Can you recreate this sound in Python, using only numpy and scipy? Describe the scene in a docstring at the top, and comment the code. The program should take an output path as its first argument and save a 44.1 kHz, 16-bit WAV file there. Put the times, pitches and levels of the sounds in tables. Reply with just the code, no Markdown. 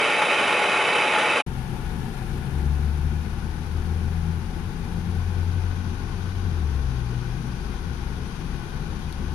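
"""A garbage truck stands close by, its diesel clattering under the whine of its hydraulic drive.
It breaks off, and we sit in a car idling in traffic, air rushing through the vents.
Engines throb at rest over the road rumble. A heavy truck pulls past outside, its exhaust booming
through the doors as it gathers speed, changes up and pulls on."""
import sys
import numpy as np
from scipy import signal
from scipy.fft import rfft, irfft, next_fast_len
from scipy.io import wavfile

SR = 44100
rng = np.random.default_rng(int(sys.argv[2]) if len(sys.argv) > 2 else 0)


def unload_audio(sound):
    """Save the sound as a 16-bit wav file, at the path given as the first command line argument."""
    columns = np.transpose(np.atleast_2d(sound))
    # keep every value between -1 and 1, then stretch to whole-number steps
    steps = np.round(np.clip(columns, -1, 1) * 32767)
    wavfile.write(sys.argv[1], SR, steps.astype(np.int16))


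N = 411894
TIME, HZ = np.arange(N) / SR, np.fft.rfftfreq(N, 1 / SR)
IDLE_HZ = 21.55  # the car's four-cylinder firing rate
CABIN_SIDE_DB = 8  # left over right
# Sound field in the cabin. Each row: frequency in Hz, left-right correlation.
CABIN_CORRELATION = [(60, 0.82), (130, 0.77), (290, 0.92), (640, 0.66), (900, 0.52), (1410, 0), (15000, 0)]


def amp(db):
    """Decibels to gain."""
    return 10 ** (np.asarray(db) / 20)


def unit(x):
    """Scales to rms 1."""
    return x / np.sqrt(np.mean(x ** 2) + 1e-20)


def over_hz(points):
    """Interpolates (Hz, value) rows on a log-frequency axis."""
    hz, value = np.transpose(points)
    return np.interp(np.log(HZ + 1), np.log(hz + 1), value)


def over_time(points):
    """Interpolates (s, value) rows per sample."""
    return np.interp(TIME, *np.transpose(points))


def pan(side_db):
    """Left and right gains for a level difference."""
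    return amp(np.array([[.5], [-.5]]) * side_db)


def colour(x, gain):
    """Filters by a gain per frequency."""
    size = next_fast_len(N)
    bins_hz = np.fft.rfftfreq(size, 1 / SR)
    gain = np.array([np.interp(bins_hz, HZ, g) for g in np.atleast_2d(gain)])
    return irfft(rfft(x, size) * gain, size)[:, :N]


def drift(cutoff_hz):
    """Random wander, rms about 1."""
    smoothing = signal.butter(2, cutoff_hz, fs=500, output="sos")
    knots = signal.sosfilt(smoothing, rng.standard_normal(8000))
    return np.interp(TIME * 500, np.arange(6000), unit(knots[2000:]))


def noise(gain, correlation):
    """Stereo noise of rms 1 with a given spectrum and left-right correlation."""
    a, b = rng.standard_normal((2, N))
    alike = over_hz(correlation)
    mid = np.sqrt((1 + alike) / 2)
    side = np.sqrt((1 - alike) / 2) * np.array([[1], [-1]])
    return unit(colour(a, gain * mid) + colour(b, gain * side))


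def resonances(modes):
    """Gain curve of steep-sided peaks, each with power set by its level."""
    peaks = (amp(db) ** 2 / width / (1 + ((HZ - hz) / width * 2) ** 2) ** 2 for hz, width, db in modes)
    return np.sqrt(sum(peaks))


def tone(hz):
    """Sine of rms 1 at a steady or moving pitch."""
    cycles = np.cumsum(np.broadcast_to(hz, N)) / SR
    return np.sqrt(2) * np.sin(2 * np.pi * (cycles + rng.random()))


def low_pass(x, edge_hz):
    """Steep band limit."""
    taps = signal.firwin(801, edge_hz, window=("kaiser", 9), fs=SR)
    return signal.oaconvolve(x, taps[None], "same", axes=1)


def echoes(x, earliest_s, latest_s, echo_db, count=10):
    """Nearby surfaces return echoes that comb the noise."""
    delays_s = rng.uniform(earliest_s, latest_s, count)
    returned = sum(np.roll(x, round(s * SR), axis=1) for s in delays_s) / np.sqrt(count)
    return (x + amp(echo_db) * returned) / np.hypot(1, amp(echo_db))


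def diesel(firing_hz=40.45, knock_db=0.26, rattle_db=0.87):
    """Firings and valve gear shake the block and ring the panels; oil and air hiss."""
    # Clatter and hiss spectra. Each row: frequency in Hz, relative density in dB.
    clatter_spectrum = [(30, -34), (70, -21.5), (150, -10), (300, -3.5), (500, 2.5), (760, -1.5),
                        (1000, -1.5), (1430, 0.5), (1650, -4), (2400, -0.5), (3050, -6.5), (3250, -10.5),
                        (3950, -9.5), (4200, -31)]
    hiss_spectrum = [(2000, -17), (4100, 1.5), (6000, 3), (6900, -1.5), (8400, -2.5), (9600, 1.5),
                     (10900, 4)]
    # Panels and pipes. Each row: frequency in Hz, width in Hz, relative level in dB.
    panel_modes = [(853, 60, -35), (1110, 110, -41), (1250, 70, -42), (1410, 150, -37.5), (1840, 55, -41),
                   (2050, 60, -46), (2200, 130, -43), (2480, 110, -36.5), (2622, 40, -37.5),
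                   (3005, 75, -40), (3125, 50, -47), (3940, 150, -48), (4795, 120, -53.5), (7250, 250, -62)]
    # Sound field by the truck. Each row: frequency in Hz, left-right correlation.
    correlation = [(60, 0.99), (640, 0.99), (1410, .88), (3100, 0.9), (6820, 0.72), (11000, 0.89)]
    phase = 2 * np.pi * np.cumsum(firing_hz * (1 + 0.0037 * drift(3))) / SR
    knock = 0.35 * np.cos(phase / 2) + 0.66 * np.cos(phase) + np.cos(2 * phase) + 0.7 * np.cos(3 * phase)
    shake = amp(knock_db * unit(knock) + rattle_db * drift(58))
    block = amp(-23.5) * noise(amp(over_hz(clatter_spectrum)) / (1 + (HZ / 5000) ** 8), correlation)
    panels = amp(-26) * noise(resonances(panel_modes), correlation)
    hiss = amp(-39) * noise(amp(over_hz(hiss_spectrum)) / (1 + (HZ / 12500) ** 30), correlation)
    return (block + panels + hiss) * unit(shake)


def pump(gain_db=-1, waver=0.00075, scatter_hz=2.36, flutter_db=2.2):
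    """Gear tones share one wavering shaft speed; each flutters with the load on its teeth."""
    # Pump and gear whine. Each row: frequency in Hz, relative level in dB.
    partials = [(484.5, -38.5), (576.5, -40), (605.5, -43), (715, -41), (850.6, -35), (1547, -54),
                (1832.5, -38), (2154, -36.5), (2279, -34), (2400, -42), (2524.6, -37), (2619, -40.5),
                (3003, -44), (3386, -50), (3585, -54), (3710, -46.5), (3925, -52), (4775, -51.5),
                (5545, -57.5)]
    speed = 1 + waver * drift(4.2)
    whine = 0
    for hz, db in partials:
        partial = amp(db) * tone(hz * speed + scatter_hz * drift(23.3))
        whine += partial * unit(amp(flutter_db * drift(12)))
    return amp(gain_db) * whine


def garbage_truck():
    """The diesel echoes in a walled lane under the pump's whine."""
    # Stereo balance. Each row: frequency in Hz, left over right in dB.
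    balance = [(100, -0.5), (400, 1.5), (700, 1), (1290, 2.5), (2380, -2), (4400, -3), (8120, -2),
               (11000, -1.5)]
    lane = echoes(diesel(), .006, .07, echo_db=-11.5) + pump()
    return low_pass(colour(lane, pan(over_hz(balance))), edge_hz=11050)


def idling():
    """The car and the engines around it, a little apart in speed, beat against each other."""
    # The car's idle: levels in dB of harmonics 1 and 2.
    harmonics_db = [-42, -43.5]
    # Hum of waiting engines. Each row: frequency in Hz, level in dB.
    hums = [(36.3, -46.5), (40.5, -38.5), (123.5, -48), (162.7, -47)]
    own_hz = IDLE_HZ + 0.054 * drift(0.25)
    own = sum(amp(db) * tone(k * own_hz) for k, db in enumerate(harmonics_db, 1))
    others = sum(amp(db) * tone(hz + 0.118 * (hz / 40) ** 2 * drift(3.1)) for hz, db in hums)
    return own + others


def oncoming(nearest_s=2.07, half_width_s=0.63):
    """Nearness of the oncoming traffic, 0-1."""
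    return 1 / (1 + ((TIME - nearest_s) / half_width_s) ** 4)


def rumble(level_db=-33, oncoming_db=1.5, lumpy_db=0.74, throb_db=0.43):
    """Lumpy road rumble rises with the oncoming traffic and throbs with the idle."""
    # Traffic through closed doors. Each row: frequency in Hz, relative density in dB.
    spectrum = [(18, -23), (30, -12), (52, -9), (62, 0.5), (80, 3.5), (105, -1.5), (150, 0), (190, -2.5),
                (235, -4), (280, -13), (360, -9), (460, -15.5), (580, -24.5), (900, -44)]
    gain = amp(over_hz(spectrum)) / (1 + (HZ / 1500) ** 2)
    road = noise(gain * pan(CABIN_SIDE_DB), CABIN_CORRELATION)
    return road * amp(level_db + oncoming_db * oncoming() + lumpy_db * drift(9) + throb_db * tone(IDLE_HZ))


def airflow(spectrum, modes, rush_db, fizz_db):
    """Air rushes through the ducts, rings them and fizzes at the grille."""
    # Stereo balance. Each row: frequency in Hz, left over right in dB.
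    balance = [(60, 5), (400, 17.5), (780, 5), (1080, 9), (1320, 13.5), (1620, 7.5), (2400, 10.5),
               (4200, 8.5), (6400, 12), (7700, 11.5), (10000, 21), (12800, 10), (15000, 17)]
    sides = pan(over_hz(balance))
    gain = amp(over_hz(spectrum)) * sides
    low_share = 1 / (1 + (HZ / 7600) ** 16)
    rush = noise(gain * np.sqrt(low_share), CABIN_CORRELATION) * amp(rush_db)
    fizz = noise(gain * np.sqrt(1 - low_share), CABIN_CORRELATION) * amp(fizz_db)
    ring_rms = np.linalg.norm(amp([db for _, _, db in modes]))
    ring = noise(resonances(modes) * sides, CABIN_CORRELATION) * ring_rms
    return rush + fizz + ring


def vents(oncoming_db=2, flicker_db=0.37, throb_db=0.22):
    """The rush changes colour as the microphone turns, swells with traffic and shivers with the idle."""
    # Vent rush, facing ahead and turned. Each row: frequency in Hz, relative density in dB.
    ahead_spectrum = [(300, -20), (610, -14), (760, 4), (1080, -2.5), (1300, -7.5), (1750, -3.5),
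                      (1900, -7), (2300, -7), (3100, -10.5), (6300, -18.5), (7700, -26), (10000, -20),
                      (12500, -23.5), (15600, -37)]
    turned_spectrum = [(300, -5), (610, -10.5), (760, 3.5), (1080, -1.5), (1300, -4.5), (1560, -1.5),
                       (1700, -5), (2400, -9.5), (3100, -10), (6300, -15.5), (7600, -29.5), (10000, -21),
                       (12500, -27), (15600, -43)]
    # Duct and cabin resonances. Each row: frequency in Hz, width in Hz, level in dB.
    ahead_modes = [(787, 110, -51), (876, 69, -53), (1450, 180, -53.5), (1695, 66, -58), (3670, 120, -68)]
    turned_modes = [(1085, 110, -55), (1488, 126, -51), (2430, 120, -59), (3130, 90, -69),
                    (3260, 110, -65.5), (3780, 200, -63), (4560, 150, -64.5), (4800, 90, -66),
                    (6180, 160, -70)]
    # Swings from windscreen to side window. Each row: start in seconds, length in seconds, share of turn.
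    swings = [(2.398, 1, 0.4), (5.0, .8, .5)]
    turn = sum(share * np.clip((TIME - s) / length_s, 0, 1) for s, length_s, share in swings)
    ahead = airflow(ahead_spectrum, ahead_modes, rush_db=-45, fizz_db=-57)
    turned = airflow(turned_spectrum, turned_modes, rush_db=-42.5, fizz_db=-58.5)
    ahead, turned = (echoes(air, .003, .02, echo_db=-13) for air in (ahead, turned))
    rush = np.sqrt(1 - turn) * ahead + np.sqrt(turn) * turned
    shiver = amp(flicker_db * drift(30) + throb_db * tone(IDLE_HZ))
    return rush * shiver * amp(oncoming_db * oncoming())


def gear_change_hz(governed_hz=96.2, clutch_s=6.46, sag_s=.38, slack_hz=52):
    """Firing rate climbs towards the governed speed; clutch out, it sags until the next gear bites."""
    # One pull per gear. Each row: start in seconds, starting rate in Hz, time constant in seconds.
    pulls = [(2.1, 64.94, 2.7), (7.05, 59.8, 4.7)]

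    def approach(start_s, from_hz, to_hz, lag_s):
        return to_hz + (from_hz - to_hz) * np.exp(-np.maximum(TIME - start_s, 0) / lag_s)

    first, second = (approach(s, hz, governed_hz, lag_s) for s, hz, lag_s in pulls)
    sagging = approach(clutch_s, np.interp(clutch_s, TIME, first), slack_hz, sag_s)
    return np.where(TIME < clutch_s, first, np.maximum(sagging, second))


def passing_truck(node_s=3.44, node_gap_s=1.3, reflection=.55):
    """Two exhaust harmonics get through the doors; the boom crosses standing waves in the street."""
    # Exhaust harmonics 1 and 2. Each row: time in seconds, relative level in dB.
    boom_levels = [(1.47, -42), (2.44, -43), (2.58, -27.5), (3.2, -26), (4.0, -29), (4.7, -34),
                   (5.4, -27.3), (6.65, -27.5), (7.1, -31.5), (8.0, -37), (9.33, -36)]
    overtone_levels = [(1.47, -36), (2.22, -42), (2.34, -33), (3.17, -35.5), (3.29, -43.5), (3.99, -43.5),
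                       (4.26, -29), (4.43, -43), (5.07, -34.5), (5.25, -47.5), (6.79, -42.5), (6.91, -29.5),
                       (7.48, -35.0), (7.6, -48), (9.33, -46)]
    firing_hz = gear_change_hz() * (1 + .003 * drift(10))
    standing_wave = abs(1 - reflection * np.exp(2j * np.pi * (TIME - node_s) / node_gap_s))
    boom = amp(over_time(boom_levels) - 2) * standing_wave * tone(firing_hz)
    overtone_db = over_time(overtone_levels) - 0.04 + 1.4 * drift(9.1)
    return boom + amp(overtone_db) * tone(2 * firing_hz)


def squeak(peak_s=8.28, half_width_s=.008, pitch_hz=9050, level_db=-59):
    """One tiny high squeak."""
    envelope = np.exp(-((TIME - peak_s) / half_width_s) ** 2)
    return amp(level_db) * envelope * tone(pitch_hz) * pan(CABIN_SIDE_DB)


def ticks(decay_s=.0016, side_db=10):
    """Short dying bursts in the modes of a plastic part."""
    # Ticks in the cabin. Each row: start in seconds, level in dB.
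    blows = [(9.1257, -34), (9.1282, -43)]
    # Plastic modes. Each row: frequency in Hz, width in Hz, relative level in dB.
    modes = [(3600, 1300, 0), (5400, 1200, -4), (10300, 1800, 0), (12000, 2000, -6)]
    envelope = sum(amp(db) * (TIME >= s) * np.exp(-abs(TIME - s) / decay_s) for s, db in blows)
    return envelope * noise(resonances(modes) * pan(side_db), CABIN_CORRELATION)


def scene(truck_end_s=1.422, fade_out_s=0.022, car_start_s=1.463, fade_in_s=0.0037):
    """The garbage truck, a blink of silence, then the street from inside the car."""
    truck = garbage_truck() * np.clip((truck_end_s - TIME) / fade_out_s, 0, 1)
    engines = (idling() + passing_truck()) * pan(CABIN_SIDE_DB)
    cabin = engines + rumble() + vents() + ticks() + squeak()
    return truck + cabin * np.clip((TIME - car_start_s) / fade_in_s, 0, 1)


def record(dry):
    """The recorder's band limit."""
    return low_pass(dry, edge_hz=15700)


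dry = scene()
out = record(dry)
unload_audio(out)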